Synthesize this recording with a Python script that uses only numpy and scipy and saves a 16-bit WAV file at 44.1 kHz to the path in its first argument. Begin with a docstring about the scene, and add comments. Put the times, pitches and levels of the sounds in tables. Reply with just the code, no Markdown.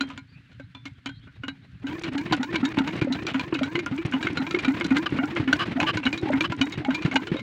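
"""A cast-iron hand pump draws water into the pipe of a stopped diesel pump in an open field.
After a few loose clinks the handle is worked three to four times a second: the iron links clank,
the valve thumps shut, and the piston's seal squawks as it sticks and slips. Water churns and
bubbles, and the air in the barrel whoops and gulps, its pitch rising and falling with every stroke.
Behind the pump are a low breeze and faint, distant birds."""
import sys
import numpy as np
from scipy import signal
from scipy.fft import rfft, irfft
from scipy.io import wavfile
from scipy.ndimage import uniform_filter1d

SR = 44100
rng = np.random.default_rng(int(sys.argv[2]) if len(sys.argv) > 2 else 0)


def bounce(signal):
    """Save signal as a 16-bit WAV file at the path given by the first command-line argument."""
    frames = np.transpose(np.atleast_2d(signal))
    limited = np.clip(frames, -1, 1)
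    pcm = np.round(limited * 32767).astype(np.int16)
    wavfile.write(sys.argv[1], SR, pcm)


N = 327215
TIME = np.arange(N) / SR
AGE = TIME[:SR // 3]  # seconds since one short sound began


def amp(db):
    """Turns decibels into a gain."""
    return 10 ** (np.asarray(db) / 20)


def unit_rms(x):
    """Scales a signal to an average strength (rms) of 1."""
    return x / np.sqrt(np.mean(x ** 2) + 1e-20)


def db_at(spectrum, hz):
    """Reads a level between the points of a spectrum table."""
    f, db = np.transpose(spectrum)
    return np.interp(np.log(hz + 1), np.log(f), db)


def noise(colour, size=len(AGE)):
    """Noise of rms 1; colour(f) says how strong each frequency is, in dB."""
    white = rfft(rng.standard_normal(size))
    return unit_rms(irfft(white * amp(colour(np.fft.rfftfreq(size, 1 / SR))), size))


def wander(hz, size=len(AGE)):
    """A smooth random wobble, up to about hz wiggles a second."""
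    return noise(lambda f: -10 * np.log10(1 + (f / hz) ** 6), size)


def lumps(db, hz, size=len(AGE)):
    """A gain that rises and falls at random by roughly db."""
    return unit_rms(amp(2 * db * np.tanh(wander(hz, size) / 2)))


def strike(rise, t60):
    """Swells over about rise seconds, then fades by 60 dB every t60 seconds."""
    shape = (1 - np.exp(-AGE / rise)) * amp(-60 * AGE / t60)
    return shape / shape.max()


def arch(length):
    """Rises from 0 to 1 and falls back within length seconds."""
    return np.sin(np.pi * np.minimum(AGE / length, 1)).clip(0)


def tone(hz):
    """A pure tone of rms 1 with a steady or moving pitch."""
    cycles = np.cumsum(hz * np.ones(len(AGE))) / SR
    return np.sqrt(2) * np.sin(2 * np.pi * (cycles + rng.random()))


def resonate(x, hz, width_hz):
    """Makes a signal ring around a steady or moving pitch."""
    turn = np.exp(2j * np.pi * np.cumsum(hz * np.ones(len(x))) / SR)
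    decay = np.exp(-np.pi * width_hz / SR)
    return 2 * (turn * signal.lfilter([1 - decay], [1, -decay], x / turn + 1e-18)).real


def play(source, rows):
    """Makes one sound per table row and adds it at the row's time."""
    mix = np.zeros(N)
    for row in rows:
        sound = source(*row)
        part = mix[max(round(row[0] * SR), 0):][:len(sound)]
        part += sound[:len(part)]
    return mix


# the breeze, from bass to treble: f/Hz, level/dB
BREEZE_SPECTRUM = [(20, -54.5), (50, 0), (120, 13.5), (250, -8), (500, -59), (1500, -15.5), (4200, -27),
                   (5500, -38), (16000, -59)]
def breeze():
    """Moving air rumbles unevenly under a smoother hiss."""
    air = noise(lambda f: db_at(BREEZE_SPECTRUM, f), N)
    rumble = signal.sosfiltfilt(signal.butter(2, 400, fs=SR, output="sos"), air)
    hiss = air - rumble
    return amp(-48) * (rumble * lumps(6.4, 28, N) + hiss * lumps(1.3, 14, N))


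def chirp(t, hz, db, length=0.09, glide=1.7):
    """A bird's thin, warbling whistle slides in pitch."""
    return amp(db) * tone(hz * (1 + glide * AGE + 0.035 * wander(170))) * arch(length)


# rising calls that stand out from the flock: t/s, f/Hz, level/dB
BIRD_CALLS = [(.32, 2350, -58), (1.12, 3800, -62), (1.19, 3000, -63)]
def birds(per_s=10, db=-67, low_hz=2200, high_hz=4600):
    """Small birds twitter far off, each call with its own pitch and slide."""
    when, pitch, slope = rng.random((round(per_s * N / SR), 3)).T
    times = (np.arange(len(when)) + when) / per_s
    pitches = low_hz * (high_hz / low_hz) ** pitch
    flock = [(t, hz, db, 0.05, glide) for t, hz, glide in zip(times, pitches, 6 * slope - 2)]
    return play(chirp, BIRD_CALLS + flock)


def column_hz(t, rest_hz=271.7, low_hz=259.6, high_hz=350.4, rising_share=0.5467):
    """Each stroke shortens and lengthens the barrel's air column, so its pitch rises and falls."""
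    turns = [row[0] for row in STROKES]
    turns.append(2 * turns[-1] - turns[-2])  # the end of the last stroke
    progress = np.interp(t, turns, np.arange(len(turns))) % 1
    lift = np.sin(np.pi / 2 * np.interp(progress, [0, rising_share, 1], [0, 1, 0])) ** 2
    bottom_hz = np.interp(t, turns[:3], [rest_hz, rest_hz, low_hz])
    return bottom_hz + (high_hz - bottom_hz) * lift


# churning water, from bass to treble: f/Hz, level/dB
CHURN_SPECTRUM = [(30, -37), (80, 1), (180, 7), (550, -8.5), (1000, -11), (2300, -8.5), (4000, -19.5),
                  (5500, -31.5), (16000, -61)]
# air hissing past the seal: f/Hz, level/dB
LEAK_SPECTRUM = [(1000, -11), (4000, 0.5), (7000, 0), (10000, -18), (16000, -6.5)]
# a pipe shut at one end rings near odd multiples of its lowest note: multiple, level/dB
PIPE_OVERTONES = [(3.102, -6.5), (5.201, -8), (7.299, -10.5)]
# how strongly the water moves: t/s, level/dB
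WATER_LEVELS = [(0, -40), (.3, -68.5), (1.8, -63), (1.89, -39), (4, -42.5), (4.6, -38), (7.42, -42)]
def water(width_hz=32):
    """Water churns and the air hums; as the column shortens, air spits past the seal and whistles."""
    hz = column_hz(TIME)
    rising = np.maximum(np.gradient(hz), 0)
    airflow = np.tanh(unit_rms(uniform_filter1d(rising, size=200)))
    churn = noise(lambda f: db_at(CHURN_SPECTRUM, f), N) * lumps(8.15, 33, N)
    breath = rng.standard_normal(N) * lumps(4, 30, N)

    def pipe(multiple):
        """One breathy note of the air column."""
        ring = resonate(breath, multiple * hz, width_hz * np.sqrt(multiple))
        return unit_rms(resonate(ring, multiple * hz, 5 * width_hz))
    hollow = amp(-4.5) * unit_rms(sum(amp(level) * pipe(k) for k, level in PIPE_OVERTONES))
    spray = amp(-22) * noise(lambda f: db_at(LEAK_SPECTRUM, f), N) * lumps(5.6, 700, N)
    hum = amp(-3) * np.sqrt(2) * np.sin(2 * np.pi * np.cumsum(hz) / SR) * lumps(2.5, 15, N)
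    sound = amp(2.5) * churn + amp(1) * pipe(0.922) + hum + (hollow + spray) * airflow
    return amp(np.interp(TIME, *np.transpose(WATER_LEVELS))) * sound


# water filling the spout: t/s, length/s, level/dB, first f/Hz, last f/Hz
SPOUT_GURGLES = [(1.858, 0.11, -41, 818, 1066), (4.963, 0.14, -54, 864, 1126),
                 (5.172, 0.15, -40, 522, 1007), (5.765, 0.11, -33.5, 630, 970),
                 (6.205, 0.18, -36, 740, 973), (6.802, .2, -36, 689, 1051), (7.121, 0.09, -31, 659, 1095),
                 (7.192, 0.24, -37.5, 342, 597)]
def gurgle(t, length, db, first_hz, last_hz):
    """A shrinking pocket of air sings upward, shaken by the splashing."""
    filled = np.minimum(AGE / length, 1)
    hz = (first_hz + (last_hz - first_hz) * filled) * (1 + 0.015 * wander(74))
    return amp(db) * tone(hz) * lumps(9.9, 70) * arch(length)


# big bubbles bursting: t/s, level/dB, f/Hz
BUBBLES = [(0.597, -42.5, 552), (3.071, -26.5, 547), (3.611, -27, 606), (5.793, -23, 710),
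           (6.301, -21, 593), (6.885, -28, 628)]
def plop(t, db, hz):
    """A bubble rings briefly, its pitch rising as it nears the surface."""
    return amp(db) * tone(hz * (0.975 + 4 * AGE)) * strike(0.0042, t60=0.032)


def gulp(t, db, t60, rise=0.0032):
    """The barrel's air rings at a sliding pitch; sloshing shakes it and roughens the overtones."""
    hz = column_hz(t + AGE)
    overtones = sum(amp(level) * tone(k * hz) * wander(130) for k, level in PIPE_OVERTONES)
    low_note = tone(hz * (1 + 0.018 * wander(60))) * lumps(1.2, 60)
    return amp(db) * (low_note + amp(-14) * overtones) * strike(rise, t60)


# the rocking pump jolts the air inside it: t/s, level/dB
ROCKING_JOLTS = [(3.985, -32.5), (4.985, -31), (5.235, -27.5)]
# handle strokes: piston turns t/s, gulp level/dB, valve shuts t/s, thump level/dB, slap level/dB
STROKES = [(1.84, -31.5, 2.07, -37, -45), (2.15, -28, 2.311, -30, -32), (2.395, -27.5, 2.54, -31, -33.5),
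           (2.628, -21.5, 2.776, -31.5, -20), (2.812, -29, 3.018, -24.5, -23.5),
           (3.102, -24.5, 3.25, -36.5, -34), (3.347, -27, 3.525, -35, -25), (3.615, -28, 3.75, -31, -30.5),
           (3.92, -29, 4.05, -24, -31.5), (4.137, -26, 4.3, -32, -30.5), (4.396, -25, 4.542, -41, -25),
           (4.677, -20.5, 4.85, -33, -32), (4.911, -20.5, 5.123, -28, -25.5),
           (5.188, -27, 5.398, -23.5, -28.5), (5.474, -25, 5.68, -29, -31), (5.758, -25.5, 5.954, -25, -43),
           (6.055, -27, 6.228, -28, -26), (6.335, -19.5, 6.498, -27, -50), (6.608, -23, 6.775, -25.5, -32),
           (6.882, -24, 7.049, -20, -27), (7.148, -25.5, 7.316, -26, -28)]
def barrel_air(push_t60=0.16, slap_t60=0.046, jolt_t60=0.15, push_rise=0.0047, bounce_s=0.028):
    """The piston pushes the air once a stroke; valve, knocks, whoops, bubbles and rocking jolt it."""
    pushes = [(t, db, push_t60, push_rise) for t, db, *_ in STROKES]
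    slaps = [(t, db, slap_t60) for *_, t, _, db in STROKES]
    bounces = [(t + bounce_s, db - 2, t60) for t, db, t60 in slaps]  # the valve bounces once
    # once pumping starts, water softens these jolts
    jolts = [(t, db - (8.5 if t < STROKES[0][0] else 12.5), jolt_t60) for t, db, *_ in KNOCKS_AND_WHOOPS]
    bubbles = [(t, db - 6.5, jolt_t60) for t, db, _ in BUBBLES]
    rocking = [(t, db, jolt_t60) for t, db in ROCKING_JOLTS]
    return play(gulp, pushes + slaps + bounces + jolts + bubbles + rocking)


def thump(t, db):
    """The valve stops the water: a heavy note that sags in pitch, and a dull splash."""
    splash = noise(lambda f: db_at(CHURN_SPECTRUM, f)) * strike(0.00027, t60=0.17)
    hz = 150 * (0.888 + 0.5 * np.exp(-AGE / 0.0035)) * rng.uniform(0.75, 1.3)
    return amp(db) * (tone(hz) * strike(0.011, t60=0.031) + amp(-9.5) * splash)


# the valve falls shut a second time: t/s, level/dB
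SECOND_THUMPS = [(3.912, -30.5), (5.141, -28.5), (6.793, -35.5)]
def foot_valve():
    """The valve at the bottom shuts on the way back of every stroke, sometimes twice."""
    return play(thump, [(t, db) for *_, t, db, _ in STROKES] + SECOND_THUMPS)


def tick(t, db, centre_hz=5000):
    """Small metal parts snap brightly, with almost no ring."""
    bright = noise(lambda f: -16 * np.log2((f + 1) / centre_hz) ** 2)
    return amp(db) * bright * strike(0.0001, t60=0.019)


# a pin snaps across its hole: t/s, level/dB
PIN_SNAPS = [(3.861, -37), (4.063, -43), (4.114, -45), (4.865, -40), (4.984, -38), (5.8, -45), (7.142, -40)]
def ticks(per_s=12, below_water_db=10, spread_db=7):
    """Pins snap; grit and loose washers tick at random, louder when more water moves."""
    when, size = rng.random((round(per_s * N / SR), 2)).T
    times = (np.arange(len(when)) + when) / per_s
    levels = np.interp(times, *np.transpose(WATER_LEVELS)) - below_water_db + spread_db * (2 * size - 1)
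    return play(tick, PIN_SNAPS + list(zip(times, levels)))


# rattling iron, from bass to treble: f/Hz, level/dB
RATTLE_SPECTRUM = [(100, -56.5), (500, 2), (900, -3), (1500, 6), (1850, -2), (2900, 2), (4200, -11.5),
                   (5000, -20), (7000, -24.5), (10000, -45), (16000, -50.5)]
def joints(slack_s=0.009, settle_s=0.007):
    """Rough joints scrape just before and after each knock or whoop."""
    times, levels = np.transpose(KNOCKS_AND_WHOOPS)[:2]
    coarse_time = TIME[::SR // 1000]
    since = coarse_time[:, None] - times
    pressure = (amp(levels) * np.exp(np.minimum(since / slack_s, -since / settle_s))).sum(axis=1)
    grit = noise(lambda f: db_at(RATTLE_SPECTRUM, f), N) * lumps(1.3, 200, N)
    return amp(-27) * grit * np.interp(TIME, coarse_time, pressure)


# the rod grinds through its guide: t/s, length/s, level/dB
ROD_SCRAPES = [(0.101, 0.05, -49.5), (2.038, 0.048, -38.5), (3.274, 0.046, -29), (3.343, 0.032, -37.5),
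               (4.013, 0.02, -42), (5.358, 0.023, -30)]
def scrape(t, length, db):
    """Dry iron catches and lets go in a ragged, grainy burst."""
    grains = noise(lambda f: db_at(RATTLE_SPECTRUM, f)) * lumps(4.2, 320)
    return amp(db) * grains * np.sqrt(arch(length))


# the notes that the rubbing seal brings out: f/Hz, width/Hz, level/dB
SEAL_NOTES = [(1170, 70, 10.5), (1560, 150, 8.5), (2920, 160, 9.5), (3950, 200, -3), (4900, 120, -7)]
# the piston's seal sticks and slips: t/s, length/s, level/dB
SEAL_SQUAWKS = [(5.057, 0.015, -24), (5.588, 0.054, -26.5), (5.864, 0.05, -24), (6.435, 0.031, -27)]
def squawk(t, length, db, slips_hz=260, jitter=0.5):
    """Uneven slips of the seal make the barrel wall ring, with a rasp at each slip."""
    cycles = np.cumsum(slips_hz * np.exp(jitter * wander(300))) / SR
    slips = np.diff(np.floor(cycles), prepend=0)  # one click per cycle
    pressure = arch(length) ** 0.57
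    rubbing = (unit_rms(slips) + 0.8 * rng.standard_normal(len(AGE))) * pressure
    wall = sum(amp(level) * unit_rms(resonate(resonate(rubbing, f, 2 * width), f, 2 * width))
               for f, width, level in SEAL_NOTES)
    rasp = noise(lambda f: db_at(RATTLE_SPECTRUM, f)) * pressure * (1 + np.cos(2 * np.pi * cycles) / 2)
    sound = unit_rms(unit_rms(wall) + amp(-6) * unit_rms(rasp))
    return amp(db) * sound * np.sqrt(length / AGE[-1])  # short and long squawks are equally strong


def ringing(notes, scatter_db, detune, colour=lambda f: 0):
    """Struck metal rings at several notes at once, their levels and pitches a little new each time."""
    return unit_rms(sum(amp(level + colour(f) + scatter_db * rng.standard_normal())
                        * tone(f * (1 + detune * rng.standard_normal())) for f, level in notes))


# the notes of the pins and washers: f/Hz, level/dB
PIN_NOTES = [(4600, 8.5), (5760, 3), (6670, 2.5), (7020, -3), (7500, -9), (8980, -12)]
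def ping(t, db):
    """Small steel parts ring high and briefly."""
    return amp(db) * ringing(PIN_NOTES, scatter_db=5, detune=0.015) * strike(0.00027, t60=0.06)


# the free handle rings on after some knocks: t/s, level/dB, f/Hz
HANDLE_RINGS = [(0.008, -47, 3190), (0.748, -55, 3510), (1.062, -49, 3235), (3.981, -45, 2306),
                (6.128, -32, 2420), (6.613, -36, 3780), (6.948, -29, 2390), (7.367, -51, 3930)]
def handle_ring(t, db, hz, dry_t60=0.36, wet_t60=0.16):
    """The iron handle holds one thin note, longer while the pump is still dry."""
    return amp(db) * tone(hz) * strike(0.0011, dry_t60 if t < STROKES[0][0] else wet_t60)


# the notes of the pump's body and handle: f/Hz, level/dB
IRON_NOTES = [(1010, 9), (1160, -15), (1430, 8.5), (1560, 3.5), (2190, 12), (2400, 7.5), (2890, 4.5),
              (3560, -20.5), (3820, -3.5), (4090, -6)]
def knock_or_whoop(t, db, hz, treble_db, t60):
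    """A crack, a rattle and ringing iron around one strongest note, of the iron or the barrel's air."""
    def colour(f):
        """Lifts the sound around hz and turns the treble up or down."""
        peak = 6 * np.exp(-(np.log((f + 1) / hz) / 0.047) ** 2)
        treble = 0.5 + 0.5 * np.tanh((f - 3300) / 500)
        return peak + 1.28 * (treble_db + 13) * treble
    snap = strike(0.00019, t60=0.018)
    delays = rng.uniform(0.003, 0.018, size=2)  # loose parts bounce back twice
    rebounds = sum(np.interp(AGE - delay, AGE, snap, left=0) for delay in delays)
    bright = noise(lambda f: db_at(RATTLE_SPECTRUM, f) + colour(f) + 4 * np.log2(1 + f / 4000))
    crack = bright * (snap + amp(-10) * rebounds)
    swell = strike(0.00094, 0.57 * t60)
    chatter = swell * lumps(5.6, 87)
    chatter *= np.linalg.norm(swell) / np.linalg.norm(chatter)  # uneven, but with the same energy
    rattle = noise(lambda f: db_at(RATTLE_SPECTRUM, f) + colour(f)) * chatter
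    body = ringing(IRON_NOTES, scatter_db=7.5, detune=0.014, colour=colour) * strike(0.0016, t60)
    main_note = tone(hz) * strike(0.0013, 0.87 * t60)
    return amp(db) * (amp(-6) * crack + amp(-3.5) * rattle + amp(-6) * body + amp(-5.5) * main_note)


def loose_knocks(per_s=5, below_water_db=1, spread_db=5, low_hz=1200, high_hz=4100):
    """Once pumping starts, loose pins knock lightly, harder when more water moves."""
    when, size, pitch = rng.random((round(per_s * N / SR), 3)).T
    times = (np.arange(len(when)) + when) / per_s
    levels = np.interp(times, *np.transpose(WATER_LEVELS)) - below_water_db + spread_db * (2 * size - 1)
    pitches = low_hz * (high_hz / low_hz) ** pitch
    knocks = [(t, db, hz, -13, 0.05) for t, db, hz in zip(times, levels, pitches) if t > STROKES[0][0]]
    return play(knock_or_whoop, knocks)


# knocks of the iron links and short hollow whoops of the barrel's air, each with its strongest ring:
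# t/s, level/dB, strongest ring f/Hz, treble level/dB
KNOCKS_AND_WHOOPS = [(0.008, -21.5, 1440, -5.5), (0.101, -36, 1255, -11.5), (0.176, -37.5, 1430, -4),
                     (0.515, -56.5, 1475, -3), (0.597, -45, 1540, -11), (0.748, -41.5, 3480, -11),
                     (0.854, -33.5, 2150, -5.5), (1.059, -28, 3020, -6.5), (1.09, -39, 1507, -10),
                     (1.271, -50.5, 1500, -33), (1.435, -30.5, 1450, -18), (1.481, -27.5, 1586, -10.5),
                     (1.868, -33, 1566, -9.5), (2.036, -30.5, 2340, -3.5), (2.179, -31.5, 1655, -3.5),
                     (2.31, -30.5, 956, -37), (2.324, -16, 782, -7.5), (2.334, -22, 760, -11),
                     (2.43, -28, 884, -3.5), (2.544, -27.5, 2324, -14), (2.556, -21, 2290, -8),
                     (2.651, -26, 1730, -2), (2.771, -26.5, 866, -28), (2.786, -20.5, 887, -9.5),
                     (2.875, -25, 950, -9), (3.013, -26, 2405, -9.5), (3.124, -29, 3980, 0),
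                     (3.267, -24, 2325, -3.5), (3.343, -26.5, 1465, -13), (3.395, -23.5, 2390, -8.5),
                     (3.524, -30.5, 940, -33), (3.541, -32.5, 1530, 1), (3.55, -27.5, 2530, -17),
                     (3.59, -30, 1380, -10.5), (3.632, -25, 1465, -6), (3.754, -23, 2055, -14),
                     (3.79, -27, 2400, -7.5), (3.862, -26.5, 1413, -19), (3.978, -32.5, 2334, -13),
                     (4.123, -28, 1515, -17), (4.136, -26, 2925, -16), (4.227, -26.5, 1620, -6.5),
                     (4.269, -21.5, 2134, -15.5), (4.372, -23.5, 1444, -10), (4.466, -30.5, 2440, -11),
                     (4.509, -28.5, 1324, -2.5), (4.546, -22.5, 2180, -16), (4.588, -27.5, 2390, -5.5),
                     (4.647, -20.5, 2365, -11.5), (4.682, -31, 2400, -6.5), (4.81, -22, 2150, -14.5),
                     (4.843, -28, 1470, 0), (4.906, -24.5, 1466, -17), (4.958, -22, 1427, -26),
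                     (4.967, -20, 2060, -8.5), (5.187, -22, 1490, -40), (5.235, -28, 1470, -39),
                     (5.364, -22, 2100, -32), (5.477, -24.5, 1745, -18), (5.528, -14, 1490, -7),
                     (5.801, -19.5, 2510, -10), (5.829, -22.5, 863, -13.5), (5.971, -23, 1512, -7),
                     (6.031, -30.5, 2700, -21), (6.053, -27.5, 3870, -7), (6.065, -17, 2937, -20),
                     (6.128, -26, 2360, -5), (6.176, -32.5, 3870, -2.5), (6.332, -26, 2130, -27),
                     (6.407, -19, 2376, -7.5), (6.521, -24.5, 1389, -12), (6.613, -17.5, 2966, -6.5),
                     (6.722, -32.5, 2170, -2), (6.848, -29.5, 810, -12.5), (6.906, -28, 1542, -12),
                     (6.945, -27.5, 2400, 0.5), (7.022, -32.5, 2400, -6), (7.06, -30, 1404, -9),
                     (7.113, -27, 2130, -13), (7.157, -14.5, 1526, -9), (7.27, -30, 3030, -7.5),
                     (7.367, -33, 3780, -13), (7.394, -34.5, 2110, -7.5)]
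def knocks_and_whoops(loud_t60=0.067, loud_db=-18, doubling_db=26):
    """The links knock and the barrel's air whoops; the louder the sound, the shorter it rings."""
    sounds = [(t, db, hz, treble, loud_t60 * 2 ** ((loud_db - db) / doubling_db))
              for t, db, hz, treble in KNOCKS_AND_WHOOPS]
    pins = [(t, db + treble - 13) for t, db, _, treble in KNOCKS_AND_WHOOPS]
    return play(knock_or_whoop, sounds) + play(handle_ring, HANDLE_RINGS) + play(ping, pins)


def scene():
    """The pump in the open, with no walls to echo it."""
    clatter = knocks_and_whoops() + joints() + loose_knocks()
    clatter += play(squawk, SEAL_SQUAWKS) + play(scrape, ROD_SCRAPES) + ticks()
    barrel = amp(4.5) * barrel_air() + amp(4) * foot_valve()
    barrel += play(plop, BUBBLES) + play(gurgle, SPOUT_GURGLES)
    return (clatter + barrel + water() + breeze() + birds())[None]


def record(dry, low_hz=42, high_hz=16000):
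    """A small microphone loses the deepest bass, and the highest treble is cut off."""
    thin = signal.sosfilt(signal.butter(2, low_hz, "highpass", fs=SR, output="sos"), dry)
    treble_cut = signal.firwin(511, high_hz, window=("kaiser", 9), fs=SR)
    return signal.oaconvolve(thin, treble_cut[None], "same")


dry = scene()
out = record(dry)
bounce(out)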